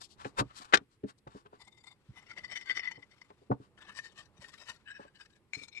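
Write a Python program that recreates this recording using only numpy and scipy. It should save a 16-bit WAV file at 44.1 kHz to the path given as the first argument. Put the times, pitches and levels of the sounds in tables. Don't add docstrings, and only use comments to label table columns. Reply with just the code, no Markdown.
import sys
import numpy as np
from scipy import signal
from scipy.fft import rfft, irfft, next_fast_len
from scipy.io import wavfile
from scipy.ndimage import map_coordinates

SR = 44100
rng = np.random.default_rng(int(sys.argv[2]) if len(sys.argv) > 2 else 0)


def generate_wav(signal):
    frames = np.transpose(np.atleast_2d(signal))
    scaled = np.clip(frames, -1, 1) * 32767
    pcm = np.round(scaled).astype(np.int16)
    wavfile.write(sys.argv[1], SR, pcm)


N = 255780

# (centre [s], level [dB], half length [s])
FIRM_STROKES = [(1.616, -49, .011), (1.68, -49, 0.0055), (1.779, -54.5, 0.0076), (1.841, -50, 0.0034),
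                (1.875, -46, 0.0097), (1.915, -51.5, 0.0065), (2.179, -48.5, .015), (2.311, -40.5, 0.01),
                (2.383, -40, 0.01), (2.448, -34.5, 0.0062), (2.522, -35, 0.012), (2.568, -31.5, 0.0084),
                (2.614, -41.5, 0.0092), (2.703, -33, 0.018), (2.773, -29, 0.012), (2.856, -35.5, 0.028),
                (2.917, -36, 0.005), (2.96, -47, 0.0097), (3.028, -43.5, 0.0041), (3.119, -57, 0.0087),
                (3.219, -45, 0.004), (3.823, -46.5, 0.0086), (3.894, -44.5, 0.016), (3.977, -40, 0.014),
                (4.055, -44.5, .019), (4.194, -44.5, 0.017), (4.427, -49, 0.011), (4.448, -53.5, 0.019),
                (4.49, -50.5, 0.011), (4.542, -44.5, 0.0061), (4.583, -50.5, 0.0052), (4.617, -47.5, 0.017),
                (4.696, -37.5, 0.014), (4.746, -55.5, 0.0049), (4.886, -42.5, 0.0097), (4.91, -38, 0.009),
                (4.962, -45, 0.015), (5.027, -53, 0.017), (5.161, -54.5, 0.01), (5.213, -45.5, 0.011),
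                (5.261, -52.5, 0.0031), (5.552, -32.5, 0.0064), (5.59, -44.5, 0.022),
                (5.635, -41.5, 0.0097), (5.685, -45, 0.0034), (5.753, -45, 0.0046), (5.777, -34, 0.0084)]
# (start [s], end [s], lowest mode [Hz], brightness [dB], grit [dB], light strokes [dB])
WORKED_EDGES = [(1.596, 1.93, 2085, 1.5, -23, -59), (2.147, 2.421, 2068, -8, -22.5, -56.5),
                (2.434, 2.79, 2016, -5, -27.5, -50.5), (2.807, 3.05, 2024, -9.5, -31.5, -58.5),
                (3.094, 3.25, 2090, -6, -28, -63), (3.773, 3.93, 1749, -9, -10, -55),
                (3.939, 4.3, 1800, .5, -11, -60), (4.365, 4.77, 1860, 0, -6, -58),
                (4.849, 5.1, 1654, -11.5, -39, -57), (5.143, 5.38, 1670, -3.5, -15, -61.5),
                (5.532, 5.71, 2328, 0, -17, -55.5), (5.716, 5.8, 2345, -7.5, -38.5, -50)]
# (time [s], level [dB])
BURR_CATCHES = [(2.375, -29.5), (2.557, -28), (2.697, -20), (2.704, -22), (2.71, -22), (2.7945, -23.5),
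                (2.855, -42), (2.8744, -23), (3.777, -50), (3.989, -28.5), (4.443, -37), (4.696, -34),
                (4.875, -41.5), (5.534, -24.5), (5.749, -37)]
# (frequency [Hz], width before hand damping [Hz], level [dB])
PIECE_MODES = [
    [(2060, 40, 15), (930, 180, 1), (3592, 45, 1), (4720, 31, -6), (5270, 130, -17), (7220, 62, -9.5),
     (8200, 70, -17), (9000, 63, -20.5)],
    [(2000, 69, 3), (2960, 21, -16.5), (3068, 43, -9.5), (3550, 70, -13.5), (4570, 87, -15),
     (5420, 79, -13.5), (5900, 55, -19), (7320, 35, -25), (7700, 30, -46)],
    [(1700, 55, 14), (2184, 110, -6.5), (2576, 37, 3.5), (2940, 81, -0.5), (3820, 88, -5), (4790, 26, -5),
     (5520, 79, -8.5), (5920, 24, -14.5), (7870, 250, -17.5), (7930, 63, -38)],
    [(2310, 57, 16.5), (3720, 168, -3), (4153, 46, 3.5), (5340, 96, -3), (6500, 33, -4.5), (6970, 73, -10),
     (7880, 250, -15.5)],
]
HOLD_CHANGES = [2.05, 3.6, 5.45]
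# (frequency [Hz], level [dB])
GRIT_COLOUR = [(60, -21.5), (250, -8.5), (700, -3.5), (1200, 4), (2200, 1.5), (4000, -1), (5700, -6),
               (6600, -10), (8000, -8), (8800, -17.5), (11000, -18), (12500, -29.5)]
# (time [s], level [dB], brightness [dB], t60 [s])
CEMENT_CLACKS = [(0.246, -35, -16, 0.066), (0.724, -25, -15, 0.11), (0.736, -6.5, -21, .034),
                 (0.7405, -9.5, -5, 0.051), (0.773, -22, -0.5, .018), (1.034, -57, -18.5, 0.084),
                 (1.273, -49.5, -9, 0.048), (3.304, -52.5, -15.5, 0.033), (3.508, -57.5, -7, 0.12)]
# (frequency [Hz], level [dB])
CEMENT_COLOUR = [(20, -48), (60, -37.5), (280, -22.5), (405, -5), (520, -16.5), (750, -11.5), (1000, -9),
                 (1350, 0.5), (1750, 0), (2200, -8.5), (2700, -8), (4200, -12), (5400, -17.5),
                 (7500, -24.5), (12000, -46.5)]
# (time [s], level [dB], tone centre [Hz], contact cutoff [Hz])
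SOFT_BUMPS = [(0.248, -36, 220, 920), (0.381, -35, 900, 1250), (0.404, -28.5, 148, 565),
              (0.445, -46, 120, 200), (0.596, -57, 290, 397.6), (0.735, -37.5, 408, 480),
              (0.767, -49.5, 120, 402), (0.803, -52, 200, 580), (1.033, -32.5, 288, 426),
              (1.264, -44.5, 159, 1310), (1.345, -45, 270, 500), (1.451, -53.5, 417, 1410),
              (1.525, -50, 400, 1400), (2.087, -48.5, 121, 169), (2.696, -51.5, 500, 1160),
              (2.972, -53, 110, 920), (3.299, -52.5, 960, 1304), (3.413, -60, 400, 710),
              (3.498, -26, 265, 550), (3.509, -25, 138.7, 1220), (3.596, -46.5, 280, 385),
              (4.388, -56, 115, 185), (4.99, -47, 524, 1309), (5.045, -54.5, 464, 890),
              (5.564, -51, 170, 450), (5.61, -54.5, 326, 450)]
# (frequency [Hz], width [Hz], level [dB])
BENCH_MODES = [(66.16, 25, -16.5), (129, 10, -9.5), (272, 290, -6.5), (416, 68, -5), (556, 60, -9),
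               (859, 140, -7), (1060, 470, -5)]
# (centre [s], level [dB], half length [s], brightness [dB])
FOAM_RUBS = [(0.019, -42.5, 0.007, 8), (0.044, -48, 0.015, 38), (0.119, -56.5, 0.018, 25),
             (0.214, -47, 0.018, -7.5), (0.268, -52, 0.023, 1), (0.396, -23, .011, -6.5),
             (0.511, -52, 0.0087, -17), (0.579, -44.5, .017, 9), (0.622, -45.5, 0.011, 1),
             (0.654, -49, 0.0082, -1.5), (0.699, -57, 0.02, -9), (0.931, -70, .022, 5),
             (1.095, -51, .014, 0), (1.187, -65, 0.0056, 14), (1.32, -61.5, 0.027, -5),
             (1.373, -57.5, 0.032, -2), (1.464, -55, 0.0076, -15.5), (1.55, -60.5, 0.024, -8.5),
             (3.419, -76, 0.03, 5.5), (3.636, -63, 0.027, -4), (5.024, -57, 0.037, -10.5)]
# (frequency [Hz], level [dB])
FOAM_COLOUR = [(60, -17), (300, -13.5), (700, -4), (1100, 8), (1600, 1.5), (2200, -7), (4500, -4),
               (6200, -13), (7600, -10), (9500, -17.5), (11500, -24.5), (12500, -36.5)]
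# (time [s], rumble [dB], rustle [dB])
HANDLING_LEVELS = [(0.0, -71, -97), (0.34, -63.5, -70), (0.61, -77.5, -62.5), (0.89, -80, -84),
                   (1.66, -73, -95), (2.12, -74.5, -72.5), (2.47, -64, -68.5), (2.7, -74, -84),
                   (2.96, -66.5, -75), (3.21, -74.5, -72), (3.71, -69, -82.5), (4.04, -69, -75.5),
                   (4.23, -66.5, -77), (4.59, -70, -76.5), (4.7, -71.5, -71.5), (5.57, -74.5, -84.5),
                   (5.72, -72, -77), (5.8, -65, -74)]
# (frequency [Hz], gain [dB])
HAND_SHADE = [(100, 16.5), (350, 1.2), (630, -3), (1130, -2.5), (2040, -9.5), (3660, -15), (6600, -32.5),
              (12000, -13.5)]
# (frequency [Hz], gain [dB])
MAT_SHADE = [(100, 3.5), (350, -2), (630, 1), (1130, -4.5), (2040, -10), (3660, -19), (6600, -28.5),
             (12000, -20)]
# (frequency [Hz], t60 [s])
ROOM_DECAY = [(100, 0.095), (400, 0.13), (2000, 0.047), (10000, 0.0067)]
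# (frequency [Hz], level [dB])
HUSH_COLOUR = [(15, -34.5), (25, -5.5), (115, 3), (231, -7), (314, -3.5), (513, -9), (648, -28),
               (1970, -17), (4610, -27.5), (6460, -35), (7740, -26), (12000, -32), (15600, -68),
               (22000, -120)]

FRAME = 16384
T = np.arange(FRAME) / SR
HZ = np.fft.rfftfreq(FRAME, 1 / SR)
CENTRE_S = T[FRAME // 2]


def scraping(grip_drift=0.013, brighter_per_db=0.21, mean_stroke_db=-40):
    out = np.zeros(N)
    for s, db, half_s in FIRM_STROKES + light_strokes():
        lowest_hz, treble_db, grit_db = edge_at(s)
        light_db = brighter_per_db * (mean_stroke_db - db)
        lowest_hz *= 1 + grip_drift * rng.standard_normal()
        body = held_piece(s, lowest_hz, grit_db + light_db)
        friction = grains(spread_db=3.5, per_s=1100)
        sound = contact(friction, swell(half_s, shape=1.34), body, treble_db + light_db - 1.5)
        add(out, s - CENTRE_S, amp(db - 1) * sound)
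    return out


def light_strokes(per_s=29, half_s=0.0078, scatter_db=2.5):
    rows = []
    for start, end, *_, db in WORKED_EDGES:
        times = np.arange(start + 0.5 / per_s, end, 1 / per_s)
        for s, (late, force) in zip(times, rng.standard_normal((40, 2))):
            rows.append((s + 0.15 * late / per_s, db + scatter_db * force, half_s))
    return rows


def edge_at(s):
    return min(WORKED_EDGES, key=lambda edge: max(edge[0] - s, s - edge[1]))[2:5]


def held_piece(s, lowest_hz, grit_db, spot_db=5.5, detune=0.011, damping=1.72, grip_damping=1.9):
    (_, lowest_width, lowest_db), *upper = PIECE_MODES[np.searchsorted(HOLD_CHANGES, s)]
    modes = [(lowest_hz, grip_damping * lowest_width, lowest_db)]
    for hz, width, db in upper:
        hz *= 1 + detune * rng.standard_normal()
        modes.append((hz, damping * width, db + spot_db * rng.standard_normal()))
    surface = amp(grit_db + along(GRIT_COLOUR, HZ)) * unevenness(depth_db=6, spacing_hz=199)
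    return np.hypot(resonances(modes, steep=1.537), surface)


def burr_snaps(jolt=3, jolt_s=0.0001, t60=0.034, duller_db=9):
    out = np.zeros(N)
    for s, db in BURR_CATCHES:
        lowest_hz, treble_db, grit_db = edge_at(s)
        force = grains(spread_db=0.5, per_s=9600) + jolt * np.exp(-T / jolt_s)
        body = held_piece(s, lowest_hz, grit_db - 10)
        add(out, s, amp(db - 1.5) * contact(force, amp(-60 * T / t60), body, treble_db - duller_db))
    return out


def cement_clacks():
    out = np.zeros(N)
    colour = amp(along(CEMENT_COLOUR, HZ)) * unevenness(depth_db=0.5, spacing_hz=71.3)
    for s, db, treble_db, t60 in CEMENT_CLACKS:
        crush = amp(-60 * T / t60) * (1 - np.exp(-T / (t60 / 70)))
        add(out, s, amp(db + 1.5) * contact(grains(spread_db=3.5, per_s=2100), crush, colour, treble_db))
    return out


def bench_thuds(rise_s=0.0086, rattle_db=-4, rattle_db_per_octave=2.2, falloff_db=10.5, spot_db=3.5):
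    out = np.zeros(N)
    mode_hz, _, mode_db = np.transpose(BENCH_MODES)
    mode_rise_s = rise_s * (296 / mode_hz[:, None]) ** 0.1
    push = lambda peak_s: (T / peak_s * np.exp(1 - T / peak_s)) ** 1.4
    swings = np.sqrt(2) * push(mode_rise_s) * np.sin(2 * np.pi * mode_hz[:, None] * T)
    for s, db, tone_hz, cutoff_hz in SOFT_BUMPS:
        octaves_off = np.abs(np.log2(mode_hz / tone_hz))
        spot = spot_db * rng.standard_normal(len(mode_hz))
        weights = lowpass(mode_hz, cutoff_hz) * amp(mode_db - falloff_db * octaves_off + spot)
        tone = weights @ swings / np.linalg.norm(weights)
        burst = rng.standard_normal(FRAME) * push(rise_s) ** 2
        rattle = coloured(burst, resonances(BENCH_MODES) * lowpass(HZ, cutoff_hz))
        rattle = unit(rattle) * rms(push(rise_s))
        share = amp(rattle_db + rattle_db_per_octave * np.log2(cutoff_hz / tone_hz))
        add(out, s, amp(db) * (tone + share * rattle) / np.hypot(1, share))
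    return out


def foam_rubs():
    out = np.zeros(N)
    for s, db, half_s, treble_db in FOAM_RUBS:
        colour = amp(along(FOAM_COLOUR, HZ)) * unevenness(depth_db=1.5, spacing_hz=190)
        rasp = contact(grains(spread_db=1.5, per_s=900), swell(half_s, shape=1.66), colour, treble_db - 3)
        add(out, s - CENTRE_S, amp(db) * rasp)
    return out


def handling():
    s, rumble_db, rustle_db = np.transpose(HANDLING_LEVELS)
    t = np.arange(N) / SR
    restless = lambda per_s: map_coordinates(rng.standard_normal(int(N * per_s / SR) + 4), [t * per_s])
    dull_bench = lambda hz: np.interp(hz, HZ, resonances(BENCH_MODES)) / (1 + (hz / 900) ** 2)
    rumble = unit(filtered(rng.standard_normal(N), dull_bench))
    rustle = unit(filtered(rng.standard_normal(N), lambda hz: amp(along(GRIT_COLOUR, hz))))
    rumble *= amp(np.interp(t, s, rumble_db) - 4 + 0.53 * restless(37))
    rustle *= amp(np.interp(t, s, rustle_db) + 2.3 * restless(57))
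    return rumble + rustle


def reflections(x):
    hz, t, noise = signal.stft(rng.standard_normal((2, SR // 3)), SR, nperseg=256)
    decay = amp(-60 * t / along(ROOM_DECAY, hz)[:, None])
    tail = signal.istft(noise * decay, SR, nperseg=256)[1]
    predelayed = np.pad(x, ((0, 0), (SR // 300, 0)))
    return signal.fftconvolve(predelayed, tail / np.linalg.norm(tail[0]), axes=1)[:, :N]


def room_tone(split_hz=700):
    noise = rng.standard_normal((3, N))
    colour = lambda hz: amp(along(HUSH_COLOUR, hz)) / np.hypot(hz, split_hz)
    wide = filtered(noise[:2], lambda hz: colour(hz) * hz)
    centred = filtered(noise[2], lambda hz: colour(hz) * split_hz)
    return unit(wide + centred)


def contact(force, envelope, body, treble_db, split_hz=3300):
    dull = lowpass(HZ, split_hz)
    sharp = np.sqrt(1 - dull ** 2)
    balance = np.linalg.norm(body * dull) / np.linalg.norm(body * sharp) * amp(treble_db)
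    sound = coloured(force * envelope, body * np.hypot(dull, balance * sharp))
    return unit(sound) * rms(envelope)


def grains(spread_db, per_s):
    sizes = amp(spread_db * rng.standard_normal(FRAME))
    return rng.standard_normal(FRAME) * sizes[(T * per_s).astype(int)]


def swell(half_s, shape):
    return np.exp(-0.75 * np.abs((T - CENTRE_S) / half_s) ** shape)


def resonances(modes, steep=1):
    peaks = [amp(db) * np.abs(HZ * width / (hz ** 2 - HZ ** 2 + 1j * HZ * width)) ** steep
             for hz, width, db in modes]
    return np.linalg.norm(peaks, axis=0)


def unevenness(depth_db, spacing_hz):
    knots = rng.standard_normal(FRAME // 16)
    return amp(depth_db * map_coordinates(knots, [HZ / spacing_hz], mode="mirror"))


def from_left(x, lag_ms, shade):
    right = filtered(x, lambda hz: amp(along(shade, hz)) * np.exp(-2j * np.pi * hz * lag_ms / 1000))
    return np.array([x, right])


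def coloured(x, gain):
    cepstrum = irfft(np.log(np.maximum(np.r_[gain[1], gain[1:]], 1e-6)))
    cepstrum[1:FRAME // 2] *= 2
    cepstrum[FRAME // 2 + 1:] = 0
    return irfft(rfft(x) * np.exp(rfft(cepstrum)))


def filtered(x, response):
    size = next_fast_len(N + SR // 2)
    return irfft(rfft(x, size) * response(np.fft.rfftfreq(size, 1 / SR)), size)[..., :N]


def lowpass(hz, cutoff_hz, order=4):
    return 1 / np.sqrt(1 + (hz / cutoff_hz) ** (2 * order))


def along(points, hz):
    point_hz, values = np.transpose(points)
    return np.interp(np.log(hz + 1), np.log(point_hz + 1), values)


def add(track, s, sound):
    start = round(s * SR)
    a, b = max(start, 0), min(start + len(sound), N)
    track[a:b] += sound[a - start:b - start]


def amp(db):
    return 10 ** (np.asarray(db) / 20)


def rms(x):
    return np.sqrt(np.mean(x ** 2) + 1e-30)


def unit(x):
    return x / rms(x)


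def scene():
    hands = from_left(scraping() + burr_snaps() + handling(), lag_ms=0.13, shade=HAND_SHADE)
    mould = from_left(foam_rubs(), lag_ms=0.42, shade=HAND_SHADE)
    mat = from_left(cement_clacks() + bench_thuds(), lag_ms=0.43, shade=MAT_SHADE)
    work = hands + mould + mat
    return work + amp(-17) * reflections(work) + amp(-73.5) * room_tone()


def record(dry):
    rounded = dry / (1 + np.abs(dry / 0.8) ** 4) ** (1 / 4)
    return filtered(rounded, lambda hz: lowpass(hz, cutoff_hz=12400, order=40))


dry = scene()
out = record(dry)
generate_wav(out)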